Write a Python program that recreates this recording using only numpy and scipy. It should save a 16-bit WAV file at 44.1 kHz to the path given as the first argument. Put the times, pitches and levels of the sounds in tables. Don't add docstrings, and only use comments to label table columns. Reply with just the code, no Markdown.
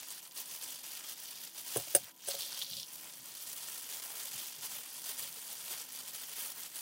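import sys
import numpy as np
from scipy import signal
from scipy.fft import rfft, irfft
from scipy.io import wavfile
from scipy.ndimage import uniform_filter1d

SR = 44100
rng = np.random.default_rng(int(sys.argv[2]) if len(sys.argv) > 2 else 0)


def put_to_file(sound):
    columns = np.atleast_2d(sound).T
    safe = np.clip(columns, -1, 1)
    whole_steps = np.round(safe * 32767)
    wavfile.write(sys.argv[1], SR, whole_steps.astype(np.int16))


def boost(x):
    u = np.asarray(x, float) / 20
    return 10 ** u


N = 300321

# [t/s, crinkle level/dB]
HAND_EFFORT = [(0.0, -50.5), (1.5, -50), (1.75, -43.5), (2.05, -52.4), (2.3, -47.5), (2.6, -47.5),
               (3.2, -50.5), (3.6, -44.5), (4.4, -47), (5.0, -48), (5.7, -46), (6.81, -46)]
# [t/s, rise/dB, length/s]
SQUEEZES = [(0.005, 3.5, 0.11), (0.118, 4, 0.04), (0.379, 10.5, 0.12), (0.522, 4.5, 0.15), (0.677, 5, 0.25),
            (0.939, 4.5, 0.29), (1.099, 5, 0.099), (1.58, 4.5, 0.108), (1.746, 2.5, 0.3),
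            (1.921, 2.5, 0.088), (2.308, 6.5, 0.031), (2.383, 4.5, 0.31), (2.602, 3.0, 0.2),
            (2.945, 1, 0.14), (3.782, 2.5, 0.043), (3.944, 4, 0.079), (4.202, 3, 0.19), (4.393, 5, 0.16),
            (4.644, 6, 0.1), (4.761, 4, 0.21), (5.092, 6, 0.129), (5.192, 8, 0.057), (5.235, 3, 0.096),
            (5.285, 3, 0.045), (5.516, 5, 0.044), (5.724, 6, 0.091), (6.0, 1, 0.056), (6.419, 4, 0.28),
            (6.651, 1, 0.073), (6.761, 2.5, 0.039)]
# [t/s, drop/dB, length/s]
RESTS = [(0.21, 12, 0.034), (0.325, 9, 0.2), (0.776, 4.7, 0.034), (1.158, 3, 0.041), (1.52, 7.6, 0.12),
         (1.639, 4.5, 0.12), (2.133, 9, 0.032), (2.164, 12, 0.26), (2.364, 2.5, 0.076), (2.658, 6.5, 0.058),
         (2.88, 3.5, 0.17), (3.187, 2.5, 0.172), (3.768, 1, 0.16), (3.842, 1.5, 0.23), (4.014, 11, 0.02),
         (4.583, 3, 0.23), (5.334, 3, 0.082), (5.894, 5.5, 0.18), (6.035, 4.8, 0.11), (6.118, 8, 0.048),
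         (6.272, 4.5, 0.043), (6.539, 5.5, 0.064), (6.7, 6.5, 0.091)]
# [t/s, level/dB]
PALM_PRESSURE = [(0, 1), (.6, 0.5), (1.4, 3.5), (1.7, 0), (2.3, 3.5), (3, -1), (4.3, -1), (4.45, 1.5),
                 (4.75, -1), (5.1, 0), (5.5, -1), (5.8, 1), (6.81, -2)]
# [t/s, dull rubbing level/dB, length/s]
PALM_RUBS = [(.03, 3.5, 0.042), (.86, 2.5, 0.11), (1.03, 2.5, 0.17), (2.08, 8, 0.11), (2.55, 4, 0.17),
             (3.05, 5.5, 0.11), (3.42, -4, 0.27), (4.1, 3, 0.47), (4.75, 2, 0.29), (5.1, 1, 0.15),
             (5.75, 3, 0.37), (6.06, 2, 0.23), (6.43, 1.5, 0.19), (6.58, 4, .12)]
# [f/Hz, level per Hz/dB]
FILM_COLOUR = [(200, -17.5), (900, -8), (1200, -9.5), (2300, -7.5), (3200, 1.5), (3900, -2), (4800, 2),
               (5300, -0.5), (5900, 1.5), (7000, 0.5), (8000, 1.5), (11000, 2.5), (15800, -0.5)]
# [t/s, peak level/dB, pitch f/Hz]
SNAPS = [(0.1053, -25, 7800), (0.1232, -29, 8500), (0.1485, -27, 10300), (0.3115, -35, 5900),
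         (0.3514, -29.5, 9600), (0.4585, -28.5, 8700), (0.5636, -30, 10200), (0.6345, -27, 7500),
         (0.7059, -26, 7100), (1.0978, -28, 12900), (1.608, -27, 12700), (1.6702, -29, 13400),
         (1.758, -25, 13200), (1.87, -27, 10300), (3.4722, -29, 9400), (3.7794, -28, 9300),
         (3.899, -28, 8800), (4.3249, -27, 9000), (4.5091, -29, 10900), (4.6622, -27, 13500),
         (4.7513, -27, 10800), (5.0939, -24, 9000), (5.19, -23, 11300), (5.3275, -25, 10800),
         (5.6508, -27, 12100), (5.7994, -27, 6100), (5.9212, -29, 12400), (6.0018, -27, 9500),
         (6.0793, -26, 11600), (6.7817, -26, 11000)]
# [f/Hz, level per Hz/dB]
RICE_COLOUR = [(2100, -34), (2550, -15), (3250, 0), (3700, -1.5), (4500, -1.5), (5150, -7), (5600, -4),
               (6300, -11), (7500, -28)]
# [t/s, peak level/dB, pitch f/Hz]
RICE_POPS = [(2.3119, -22, 4500), (2.3186, -26, 4300), (2.352, -28, 4100), (2.4075, -24, 4300),
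             (2.4214, -27, 5300), (2.4315, -28, 3400), (2.5293, -29, 4700), (2.6166, -24, 3500),
             (2.6218, -21, 3700), (2.6467, -27, 4500), (2.7123, -28, 4800), (2.7341, -25.5, 4000),
             (2.769, -25, 4700), (2.7986, -26, 5300), (2.8313, -26, 5300)]
# [t/s, spoon level/dB, rim level/dB, belly level/dB, table thump level/dB]
KNOCKS = [(1.7595, -58, -34, -38, -31.5), (1.7689, -20.5, -29, -33.5, -54), (1.779, -46, -50, -36, -45),
          (1.873, -58, -64, -57, -57), (1.9415, -55, -43, -44, -56), (1.9494, -8, -15.5, -24.5, -46),
          (1.956, -19, -24.5, -39, -56), (1.963, -30, -25.5, -32, -73), (2.2748, -31, -42, -46, -57),
          (2.285, -23, -31.5, -33.5, -60), (2.342, -52, -46, -39.5, -75), (2.349, -52, -36, -48.5, -60),
          (5.245, -60, -60, -52, -73)]
# [f/Hz, level/dB, time to fall 60 dB/s]
SPOON_TONES = [(8359, 0, .052), (8470, -7, .045), (8918, -6, .029), (9510, -9, .05), (9598, -4, .055),
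               (10016, 2, .035), (10260, -9, .03), (10691, -9, .08)]
# [f/Hz, level/dB, time to fall 60 dB/s]
RIM_TONES = [(1600, -1, .03), (2090, -11, .03), (2800, -3, .04), (3800, -11, .026), (4400, -13, .027),
             (5010, -8, .06), (5895, -9, .06), (6207, -1, .045), (6665, -8, .05), (7773, -6, .05),
             (12870, -7, .045), (14350, -6, .04), (14760, -5, .05), (15400, -1, .04)]
# [f/Hz, level/dB, time to fall 60 dB/s]
BELLY_TONES = [(552, 3, .16), (718, -3, .13), (830, -10, .07), (940, -13, .05), (3240, -6, .06)]
# [f/Hz, level/dB, time to fall 60 dB/s]
FOOT_TONES = [(273, -2, 0.027), (360, 2, 0.064), (460, -1, 0.03)]
# [f/Hz, level/dB, time to fall 60 dB/s]
TABLE_TONES = [(75, -10, .08), (121, 12, 0.098), (187, -1, 0.045)]
# [t/s, rumble level/dB, length/s]
LEANS = [
    (2.05, 12, 0.17),
    (2.25, -1, .15),
    (2.75, 13, 0.21),
    (4.35, 10, 0.14),
    (4.68, 14, 0.14),
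    (5.2, 4, .3),
    (6.5, -11, 0.53),
]
# [f/Hz, level per Hz/dB]
AIR_COLOUR = [(25, -32), (95, -19), (150, 15), (260, 6.5), (550, 6), (800, 8), (2500, -19), (6000, -22),
              (7500, -23), (9500, -32), (12000, -2), (13200, 10.5), (16000, -5)]
# [f/Hz, width/Hz, level/dB]
FRIDGE_HUM = [(258, 12, -80.5), (330.5, 9, -82.5), (408.6, 2, -94.5), (993, 15, -81)]
# [f/Hz, level/dB]
MICROPHONE = [(11200, 0), (12300, -3), (13300, .5), (14300, 2), (15800, 2.5)]

USUAL_EFFORT_DB = -49
GRIP = 0.56
KNEAD_START_S, KNEAD_END_S = 2.326, 2.87


def evened(x):
    return x / np.sqrt(np.mean(x ** 2) + 1e-20)


def add(mix, at_s, sound):
    part = mix[round(at_s * SR):][:len(sound)]
    part += sound[:len(part)]


def colour(points):
    hz, db = np.transpose(points)
    bins_hz = np.fft.rfftfreq(N, 1 / SR)
    return boost(np.interp(np.log(bins_hz + 1), np.log(hz + 1), db))


def drift(seconds):
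    size = int(seconds * SR) + 1
    once = uniform_filter1d(rng.standard_normal(N), size)
    return evened(uniform_filter1d(once, size))


def swells(rows):
    margin_s = 0.5
    out = np.zeros(N + SR)
    for at_s, db, length_s in rows:
        add(out, at_s - length_s / 2 + margin_s, db * np.hanning(int(length_s * SR)))
    return out[SR // 2:][:N]


def ring(tones, freedom, rise_s=0.00039):
    t = np.arange(SR // 5) / SR
    x = np.zeros(len(t))
    for k, (hz, db, t60) in enumerate(tones):
        fading = boost(db - 60 * t / (t60 * freedom))
        x += (-1) ** k * fading * np.sin(2 * np.pi * hz * t)
    return x / abs(x).max() * (1 - np.exp(-t / rise_s))


def gloves():
    return film() + rice() + snaps()


def film():
    t, hz = np.arange(N) / SR, np.fft.rfftfreq(N, 1 / SR)
    film_db = effort()
    extra_db = film_db - USUAL_EFFORT_DB
    press_db = np.interp(t, *np.transpose(PALM_PRESSURE))
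    _, progress = kneading()
    spectrum = crackle(creases_per_s(film_db), 2.75, 1.8, 0.4) * colour(FILM_COLOUR)
    above_low = 1 / (1 + (2600 / (hz + 1)) ** 12)
    above_mid = 1 / (1 + (6500 / (hz + 1)) ** 12)
    mid_db = -6 + press_db - 0.04 * extra_db
    rub_db = -13 + 0.22 * press_db - 0.077 * extra_db + swells(PALM_RUBS)
    rub_db = rub_db - 6.5 * progress
    bright = evened(irfft(spectrum * above_mid, N))
    middle = evened(irfft(spectrum * (above_low - above_mid), N))
    rubbing = evened(irfft(spectrum * (1 - above_low), N))
    return boost(film_db) * (bright + middle * boost(mid_db) + rubbing * boost(rub_db))


def rice():
    film_db = effort()
    knead, progress = kneading()
    grains = crackle(creases_per_s(film_db) / 2, 3.1, 1.8, 0.9, count=20)
    parting = evened(irfft(grains * colour(RICE_COLOUR), N))
    belly = evened(irfft(grains * rfft(ring(BELLY_TONES, GRIP), N), N))
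    return boost(film_db) * knead * (parting * boost(-4.5 + 4.5 * progress) + belly * boost(-23))


def snaps():
    out = np.zeros(N)
    for rows, cycles in ((SNAPS, 0.9), (RICE_POPS, 2.4)):
        for at_s, db, pitch_hz in rows:
            add(out, at_s, boost(db - 2.0) * crease(pitch_hz, cycles))
    return signal.sosfilt(signal.butter(2, 2200, "high", fs=SR, output="sos"), out)


def effort():
    db = np.interp(np.arange(N) / SR, *np.transpose(HAND_EFFORT)) + swells(SQUEEZES) - swells(RESTS)
    shower_db = 1.5 * np.exp(-np.arange(SR // 10) / SR / 0.01)
    for at_s, _, _ in SNAPS:
        add(db, at_s, shower_db)
    return db


def kneading():
    t = np.arange(N) / SR
    rise, fall = (t - KNEAD_START_S) / 0.11, (KNEAD_END_S - t) / 0.046
    knead = np.clip(np.minimum(rise, fall), 0, 1)
    return knead, knead * (t - KNEAD_START_S) / (KNEAD_END_S - KNEAD_START_S)


def creases_per_s(film_db):
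    return np.clip(10000 * boost(0.8 * (film_db - USUAL_EFFORT_DB)), 2500, 20000)


def crackle(per_s, spread_db, clump_db, patch_db, count=28):
    clumps = boost(clump_db * drift(0.004) + 0.45 * drift(0.015))
    strength = boost(spread_db * np.minimum(rng.exponential(1, N), 3.8))
    happens = rng.random(N) < per_s / SR
    size = strength * happens * clumps / np.sqrt(per_s)
    facet = rng.integers(0, count, N)
    ticks = size * rng.choice([-1., 1.], N)
    folds = [boost(patch_db * drift(0.063)) for _ in range(count // 4)]
    x = 0.44 * ticks
    for k, hz in enumerate(np.geomspace(500, 15000, count)):
        facet_sound = crease(hz, 0.93 + hz / 8000) * (hz / 4000) ** 0.58
        x += signal.oaconvolve(ticks * folds[k // 4] * (facet == k), facet_sound)[:N]
    z = rfft(x)
    return z / np.sqrt(uniform_filter1d(abs(z) ** 2, size=2000))


def crease(hz, cycles):
    turns = np.arange(400) * hz / SR
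    x = np.sin(2 * np.pi * turns) * np.exp(-turns / cycles) * (1 - np.exp(-turns / 0.2))
    return x / abs(x).max()


def knocks():
    out, t = np.zeros(N), np.arange(SR // 20) / SR
    dull = signal.butter(2, (300, 800), "band", fs=SR, output="sos")
    for at_s, spoon_db, rim_db, belly_db, thump_db in KNOCKS:
        noise = rng.standard_normal(len(t))
        crack = signal.lfilter([1, -0.8], 1, noise * np.exp(-t / 0.0084))
        clatter = signal.sosfilt(dull, noise * np.exp(-t / 0.0047))
        add(out, at_s, boost(spoon_db) * ring(SPOON_TONES, GRIP))
        add(out, at_s, boost(rim_db) * ring(RIM_TONES, GRIP))
        add(out, at_s, boost(belly_db) * ring(BELLY_TONES, GRIP, 0.00064))
        add(out, at_s, boost(thump_db) * ring(TABLE_TONES, 1, 0.018))
        add(out, at_s, boost((rim_db + thump_db) / 2 - 2) * ring(FOOT_TONES, 0.67, 0.00072))
        add(out, at_s, boost(rim_db - 6.5) * crack)
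        add(out, at_s, boost(thump_db + 18) * clatter)
    return out


def reflections(x):
    t60, gap_s, count = 0.075, 0.0015, 6
    t, out = np.arange(SR // 8) / SR, np.zeros(N)
    place = np.arange(N) / (0.012 * SR) % count
    for k in range(count):
        echoes = rng.choice([-1., 1.], len(t)) * (rng.random(len(t)) < 0.15)
        taps = echoes * boost(-60 * t / t60) * (t > gap_s)
        away = np.minimum(abs((place - k + count / 2) % count - count / 2), 1)
        out += signal.oaconvolve(x * np.cos(away * np.pi / 2), taps / np.linalg.norm(taps))[:N]
    return out


def forearms():
    still_db = -18 * (np.arange(N) / SR < 1.7)
    db = -81.5 + still_db + 0.27 * (effort() - USUAL_EFFORT_DB) + 5.5 * drift(0.046) + swells(LEANS)
    low = colour([(40, -20), (75, -4), (150, 3), (230, -3.0), (400, -28)])
    rumble = irfft(rfft(rng.standard_normal(N)) * low, N)
    return evened(rumble) * boost(db)


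def room_tone():
    hz, z = np.fft.rfftfreq(N, 1 / SR), rfft(rng.standard_normal(N))
    out = boost(-66.5) * evened(irfft(z * colour(AIR_COLOUR), N))
    for centre_hz, width_hz, db in FRIDGE_HUM:
        band = z / (1 + (2 * (hz - centre_hz) / width_hz) ** 2)
        out += boost(db) * evened(irfft(band, N))
    return out


def scene():
    near = gloves() + knocks()
    mono = near + reflections(boost(-8.0) * near) + forearms() + room_tone()
    return np.array([mono, mono])


def band_limit(x):
    return signal.sosfilt(signal.butter(12, 16830, fs=SR, output="sos"), x)


def record(dry):
    thin = signal.sosfilt(signal.butter(4, 76, "high", fs=SR, output="sos"), dry)
    heard = irfft(rfft(thin) * colour(MICROPHONE), N)
    top_cut = signal.firwin(511, 15850, window=("kaiser", 9), fs=SR)
    mix = signal.oaconvolve(heard, top_cut[None], "same")
    return band_limit(mix)


dry = scene()
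out = record(dry)
put_to_file(out)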